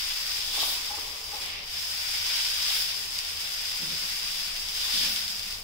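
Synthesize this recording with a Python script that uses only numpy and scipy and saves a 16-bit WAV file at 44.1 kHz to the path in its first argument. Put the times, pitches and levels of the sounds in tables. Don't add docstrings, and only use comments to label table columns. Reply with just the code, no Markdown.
import sys
import numpy as np
from scipy.fft import rfft, irfft
from scipy.io import wavfile
from scipy.ndimage import map_coordinates

SR = 44100
rng = np.random.default_rng(int(sys.argv[2]) if len(sys.argv) > 2 else 0)


def file_out(sig):
    cols = np.atleast_2d(sig).T
    lim = np.clip(cols, -1, 1)
    pcm = np.round(lim * 32767).astype(np.int16)
    wavfile.write(sys.argv[1], SR, pcm)


N = 248503
TIME = np.arange(N) / SR
FFT_SIZE = 2 ** 19
HZ = np.maximum(np.fft.rfftfreq(FFT_SIZE, 1 / SR), 1)

# t/s, sizzle level/dB
FRYING = [(0.0, -33), (0.47, -33.5), (0.62, -29.5), (0.84, -34.5), (1.18, -40.5), (1.48, -37.5),
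          (1.62, -42), (1.76, -35), (1.96, -34.5), (2.37, -29.5), (2.59, -31.5), (2.74, -28.5),
          (3.1, -37.5), (3.17, -34), (3.34, -36), (4.01, -33.5), (4.74, -36), (4.77, -32.5), (5.01, -28),
          (5.38, -37.5), (5.55, -37), (5.6, -44)]
SIZE_EDGES_HZ = [3000, 4300, 6000]
# level/dB against the sizzle, share of the frying swing followed,
# share of a surge (negative sinks), loss under a smear/dB, steam level/dB against the shared bursts
BUBBLE_SIZES = [(-9.5, 0.93, -0.34, 1, 2.5), (-8.5, 0.99, 0.95, 3, 1), (-2.5, 1.02, -0.28, 0.5, -0.5),
                (-6.5, 0.79, 0.2, 6.5, -4)]
# t/s, length/s, swell/dB before each size's
# share, wait for the steam jet/s, jet level/dB
SURGES = [(0.487, 0.25, 5.5, 0.14, -34.5), (2.64, 0.15, 3, 0.084, -35), (4.794, 0.22, 4, 0.25, -40.5)]
STEADY_DB = -33
SURGE_EDGE_S = 0.096
SMOTHER_LAG_S, SMOTHER_S, SMOTHER_EDGE_S = 0.13, 0.13, 0.04


def sizzle(bursts_per_s=6500, spread_db=3.0, own_db=-4.0, flutter_db=0.41, own_flutter_db=0.59, wander_db=0.42):
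    frying_db = np.interp(TIME, *np.transpose(FRYING))
    swing = frying_db - STEADY_DB + wander_db * drift(18)
    surge = sum(db * pressed(s, length, SURGE_EDGE_S) for s, length, db, *jet in SURGES)
    smothered = sum(pressed(s + SMOTHER_LAG_S, SMOTHER_S, SMOTHER_EDGE_S) for s, length, db in SMEARS)

    per_s = bursts_per_s * from_db(swing - swing.mean())
    evened = np.sqrt(per_s.mean() / per_s)
    shared_bursts = evened * np.array([grains(per_s, spread_db) for channel in range(2)])
    steam = rng.standard_normal((2, N))
    colour = sizzle_colour()

    above_edge = [1] + [1 / (1 + (edge / HZ) ** 24) for edge in SIZE_EDGES_HZ] + [0]
    out = 0
    for k, (size_db, follows, surges, lost_db, steam_db) in enumerate(BUBBLE_SIZES):
        own_bursts = evened * np.array([grains(per_s / 2, spread_db) for channel in range(2)])
        fizz = shared_bursts + from_db(own_db) * own_bursts + from_db(steam_db) * steam
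        band = above_edge[k] - above_edge[k + 1]
        bubbles = rms_one(filtered(fizz, colour * band))
        level = STEADY_DB + size_db + follows * swing + surges * surge - lost_db * smothered
        out = out + bubbles * from_db(level + own_flutter_db * drift(35))
    return out * from_db(flutter_db * drift(70))


# f/Hz, relative level/dB per Hz
SIZZLE = [(250, -46.5), (700, -22), (1300, -18), (2250, -8.5), (3100, -6), (3650, -5), (4270, -10.5),
          (4800, -4), (5100, -2.5), (5900, -12.5), (8000, -14.5), (12600, -18), (14400, -16)]
# f/Hz, left minus right level/dB
SIZZLE_PAN = [(1200, 5), (2400, 1.2), (3200, 3), (4300, 3), (4850, 4.5), (5500, -3), (6200, -3), (7400, 0),
              (9500, 3), (12500, 1), (15000, 0.5)]
# f/Hz, width/Hz, level/dB against the plain sizzle
PLATE = [(790, 40, -2), (1054, 27, 2), (1201, 18, 3), (1415, 22, 1), (1510, 110, -1), (1973, 48, -3),
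         (2659, 60, -4), (3440, 55, -4), (3940, 40, -2), (4829, 50, -3)]
# delay at left t/s, delay at right t/s, level/dB
ECHOES = [(.0037, 0.0034, -20), (.0069, 0.0053, -10), (0.0102, 0.0093, -12), (0.0162, 0.02, -9)]


def sizzle_colour(wall_cut_hz=5500):
    rings = sum(from_db(db) ** 2 / (1 + (2 * (HZ - hz) / width) ** 2) for hz, width, db in PLATE)
    echoes = 0
    for left, right, db in ECHOES:
        delay = np.array([[left], [right]])
        echoes = echoes + from_db(db) * np.exp(-2j * np.pi * HZ * delay)
    walls = 1 + echoes / (1 + (HZ / wall_cut_hz) ** 2)
    return from_db(at_hz(SIZZLE)) * np.sqrt(1 + rings) * walls * panned(at_hz(SIZZLE_PAN))


# f/Hz, relative level/dB per Hz
JET = [(5000, -28), (9000, -2), (13000, -2), (15000, 1)]
JET_S = 0.13


def jets():
    hiss = rms_one(filtered(rng.standard_normal((2, N)), from_db(at_hz(JET))))
    releases = [(s + wait, JET_S, db) for s, length, swell_db, wait, db in SURGES]
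    return hiss * strokes(releases, edge_s=0.036)


# t/s, starting level/dB before the overall SPIT_DB
SPITS = [(3.1887, -11), (5.096, -17), (5.163, -13), (5.28, -15), (5.395, -17)]
SPIT_DB = -6
SPIT_S = 0.001
SPIT_LOW_HZ, SPIT_HIGH_HZ = 3800, 8000
SMALL_SPITS_PER_S, SMALL_SPIT_DB, SMALL_SPIT_SPREAD_DB = 4, -21, 1


def spits():
    brightness = np.sqrt((1 + (SPIT_LOW_HZ / HZ) ** 4) * (1 + (HZ / SPIT_HIGH_HZ) ** 2))
    colour = sizzle_colour() / brightness
    age = TIME[:400]
    sizes = SMALL_SPIT_DB + SMALL_SPIT_SPREAD_DB * rng.standard_normal(N)
    starts = np.flatnonzero(rng.random(N - len(age)) < SMALL_SPITS_PER_S / SR)
    small = [(TIME[i], sizes[i]) for i in starts]

    envelope = np.zeros((2, N))
    for s, db in list(SPITS) + small:
        start = round(s * SR)
        envelope[:, start:start + len(age)] += from_db(db) * np.exp(-age / SPIT_S)
    puffs = envelope * rng.standard_normal((2, N))
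    return from_db(SPIT_DB) * filtered(puffs, unit_power(colour))


# t/s, length/s, scrape level/dB
RUBS = [(0.51, 0.29, -48), (0.93, 0.29, -52.5), (1.28, .28, -54)]
# t/s, length/s, scrape level/dB, sung tone level/dB
CATCHES = [(0.572, 0.018, -42.5, -51), (0.62, 0.015, -36, -47), (0.667, 0.025, -45, -51),
           (0.903, 0.022, -44.5, -42.5), (0.936, 0.012, -46, -42), (0.98, 0.0075, -35.5, -47),
           (1.32, .052, -49.5, -49)]
# f/Hz, width/Hz, relative level/dB
GRIDDLE = [(276, 78, -12.5), (438, 30, -3), (563, 110, -9), (812, 84, -3), (997, 65, -2.5),
           (1190, 190, -7.5)]
# t/s, length/s, level/dB
SMEARS = [(1.402, 0.24, -41)]
# f/Hz, relative level/dB per Hz
SMEAR_COLOUR = [(1500, -16.5), (2050, -2), (2500, 0), (3000, -0.5), (4200, -6), (7000, -33)]
SQUEAK_HZ = 822


def ladle(pan_db=4.5):
    rub = scrape(RUBS, GRIDDLE, per_s=1400, spread_db=0.0, edge_s=0.075)
    rub += scrape(CATCHES, GRIDDLE, per_s=1600, spread_db=-1.0, edge_s=0.0071)
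    sung_rows = [(s, length, db) for s, length, scrape_db, db in CATCHES]
    squeak = sung(SQUEAK_HZ, waver=0.0388) * strokes(sung_rows, edge_s=0.0052)
    squish = np.array([grains(per_s=3500, spread_db=1.5) for channel in range(2)])
    smear = rms_one(filtered(squish, from_db(at_hz(SMEAR_COLOUR)))) * strokes(SMEARS, edge_s=0.037)
    return kitchen((rub + squeak) * panned(pan_db), wet_db=-3.0) + smear * panned(1.0)


# t/s, length/s, chatter level/dB, sung tone level/dB, tone f/Hz
JUDDERS = [(3.799, 0.055, -49, -56, 170), (3.858, 0.095, -51, -53.5, 163), (4.02, 0.035, -54.5, -61, 165),
           (4.937, 0.194, -52.5, -53, 250)]
# f/Hz, width/Hz, relative level/dB
STOVE = [(164, 16.3, 3.5), (205, 9, 0), (249.6, 14, 0), (354, 90, -10), (532, 29, -6), (620, 13.3, -11)]
HUM_HZ, HUM_DB, HUM_T60_S = 201, -8, 3.5
HUM_BUILD_S = 0.17


def judder(pan_db=4.5):
    thrum = scrape(JUDDERS, STOVE, per_s=600, spread_db=2.1, edge_s=0.0075)
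    for s, length, chatter_db, tone_db, hz in JUDDERS:
        thrum += from_db(tone_db) * pressed(s, length, edge_s=0.0077) * sung(hz, waver=0.0078)
        build = np.clip(TIME - s, 0, length) / HUM_BUILD_S
        decay = from_db(-60 * np.maximum(TIME - s - length, 0) / HUM_T60_S)
        thrum += from_db(chatter_db + HUM_DB) * build * decay * sung(HUM_HZ, waver=0.0084)
    return kitchen(thrum * panned(pan_db), wet_db=-10)


# f/Hz, relative level/dB per Hz
RUMBLE = [(12, -7.5), (22, 10), (31, -6), (45, -0.5), (62, -6.5), (85, 0), (103, -17), (140, -13),
          (220, -19.5), (340, -21), (600, -16), (1200, -16), (3000, -43)]
# f/Hz, width/Hz, relative level/dB
DRONE = [(163.2, 8.8, -7), (272.2, 4.3, -4.5), (294.2, 3, -5.5), (433, 23, -1), (806, 29, -9.5)]
RUMBLE_DB, DRONE_DB = -51, -62


def background(pan_db=5.0, apart_hz=1100, least_apart=0.022):
    mid, side = rng.standard_normal((2, N))
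    side = filtered(side, np.minimum(HZ / apart_hz + least_apart, 1))
    air = (mid + side * [[1], [-1]]) * panned(pan_db)
    rumble = rms_one(filtered(air, from_db(at_hz(RUMBLE))))
    drone = rms_one(filtered(air, resonances(DRONE)))
    return from_db(RUMBLE_DB) * rumble + from_db(DRONE_DB) * drone


KITCHEN_T60_S = 0.23


def kitchen(x, wet_db):
    tail = rng.standard_normal((2, N)) * from_db(-60 * TIME / KITCHEN_T60_S) * (TIME > 0.004)
    tail /= np.sqrt(np.sum(tail ** 2, axis=1)[:, None])
    return filtered(x, 1 + from_db(wet_db) * rfft(tail, FFT_SIZE))


def scrape(rows, modes, per_s, spread_db, edge_s):
    slips = grains(per_s, spread_db) * strokes(rows, edge_s)
    return filtered(slips, unit_power(resonances(modes)))


def sung(hz, waver, flutter_db=4.0):
    clock = np.cumsum(1 + waver * drift(90)) / SR
    return rms_one(np.sin(2 * np.pi * hz * clock) * from_db(flutter_db * drift(80)))


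def strokes(rows, edge_s):
    return sum(from_db(db) * pressed(s, length, edge_s) for s, length, db, *rest in rows)


def pressed(s, length, edge_s):
    return (np.tanh((TIME - s) / edge_s) - np.tanh((TIME - s - length) / edge_s)) / 2


def grains(per_s, spread_db):
    sizes = from_db(spread_db * np.minimum(rng.exponential(1, N), 5))
    return rms_one(sizes * rng.choice([-1, 1], N) * (rng.random(N) < per_s / SR))


def resonances(modes):
    response = 0
    for k, (hz, width, db) in enumerate(modes):
        detuning = (HZ ** 2 - hz ** 2) / (HZ * width)
        response = response + (-1) ** k * from_db(db) / (1 + 1j * detuning)
    return response


def drift(rate):
    knots = rng.standard_normal(4000)
    return rms_one(map_coordinates(knots, [TIME * rate], order=2, mode="wrap"))


def from_db(db):
    return 10 ** (np.asarray(db) / 20)


def rms_one(x):
    return x / np.sqrt(np.mean(np.atleast_2d(x).mean(axis=0) ** 2) + 1e-20)


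def unit_power(response):
    return response / np.sqrt(np.mean(abs(response) ** 2))


def at_hz(points):
    hz, value = np.transpose(points)
    return np.interp(np.log(HZ), np.log(hz), value)


def filtered(x, response):
    return irfft(rfft(x, FFT_SIZE) * response)[..., :N]


def panned(db):
    return from_db(np.array([[0.5], [-0.5]]) * db)


def scene():
    return sizzle() + jets() + spits() + ladle() + judder() + background()


CUTOFF_HZ = 15730


def record(dry):
    return filtered(dry, 1 / np.sqrt(1 + (HZ / CUTOFF_HZ) ** 1000))


dry = scene()
out = record(dry)
file_out(out)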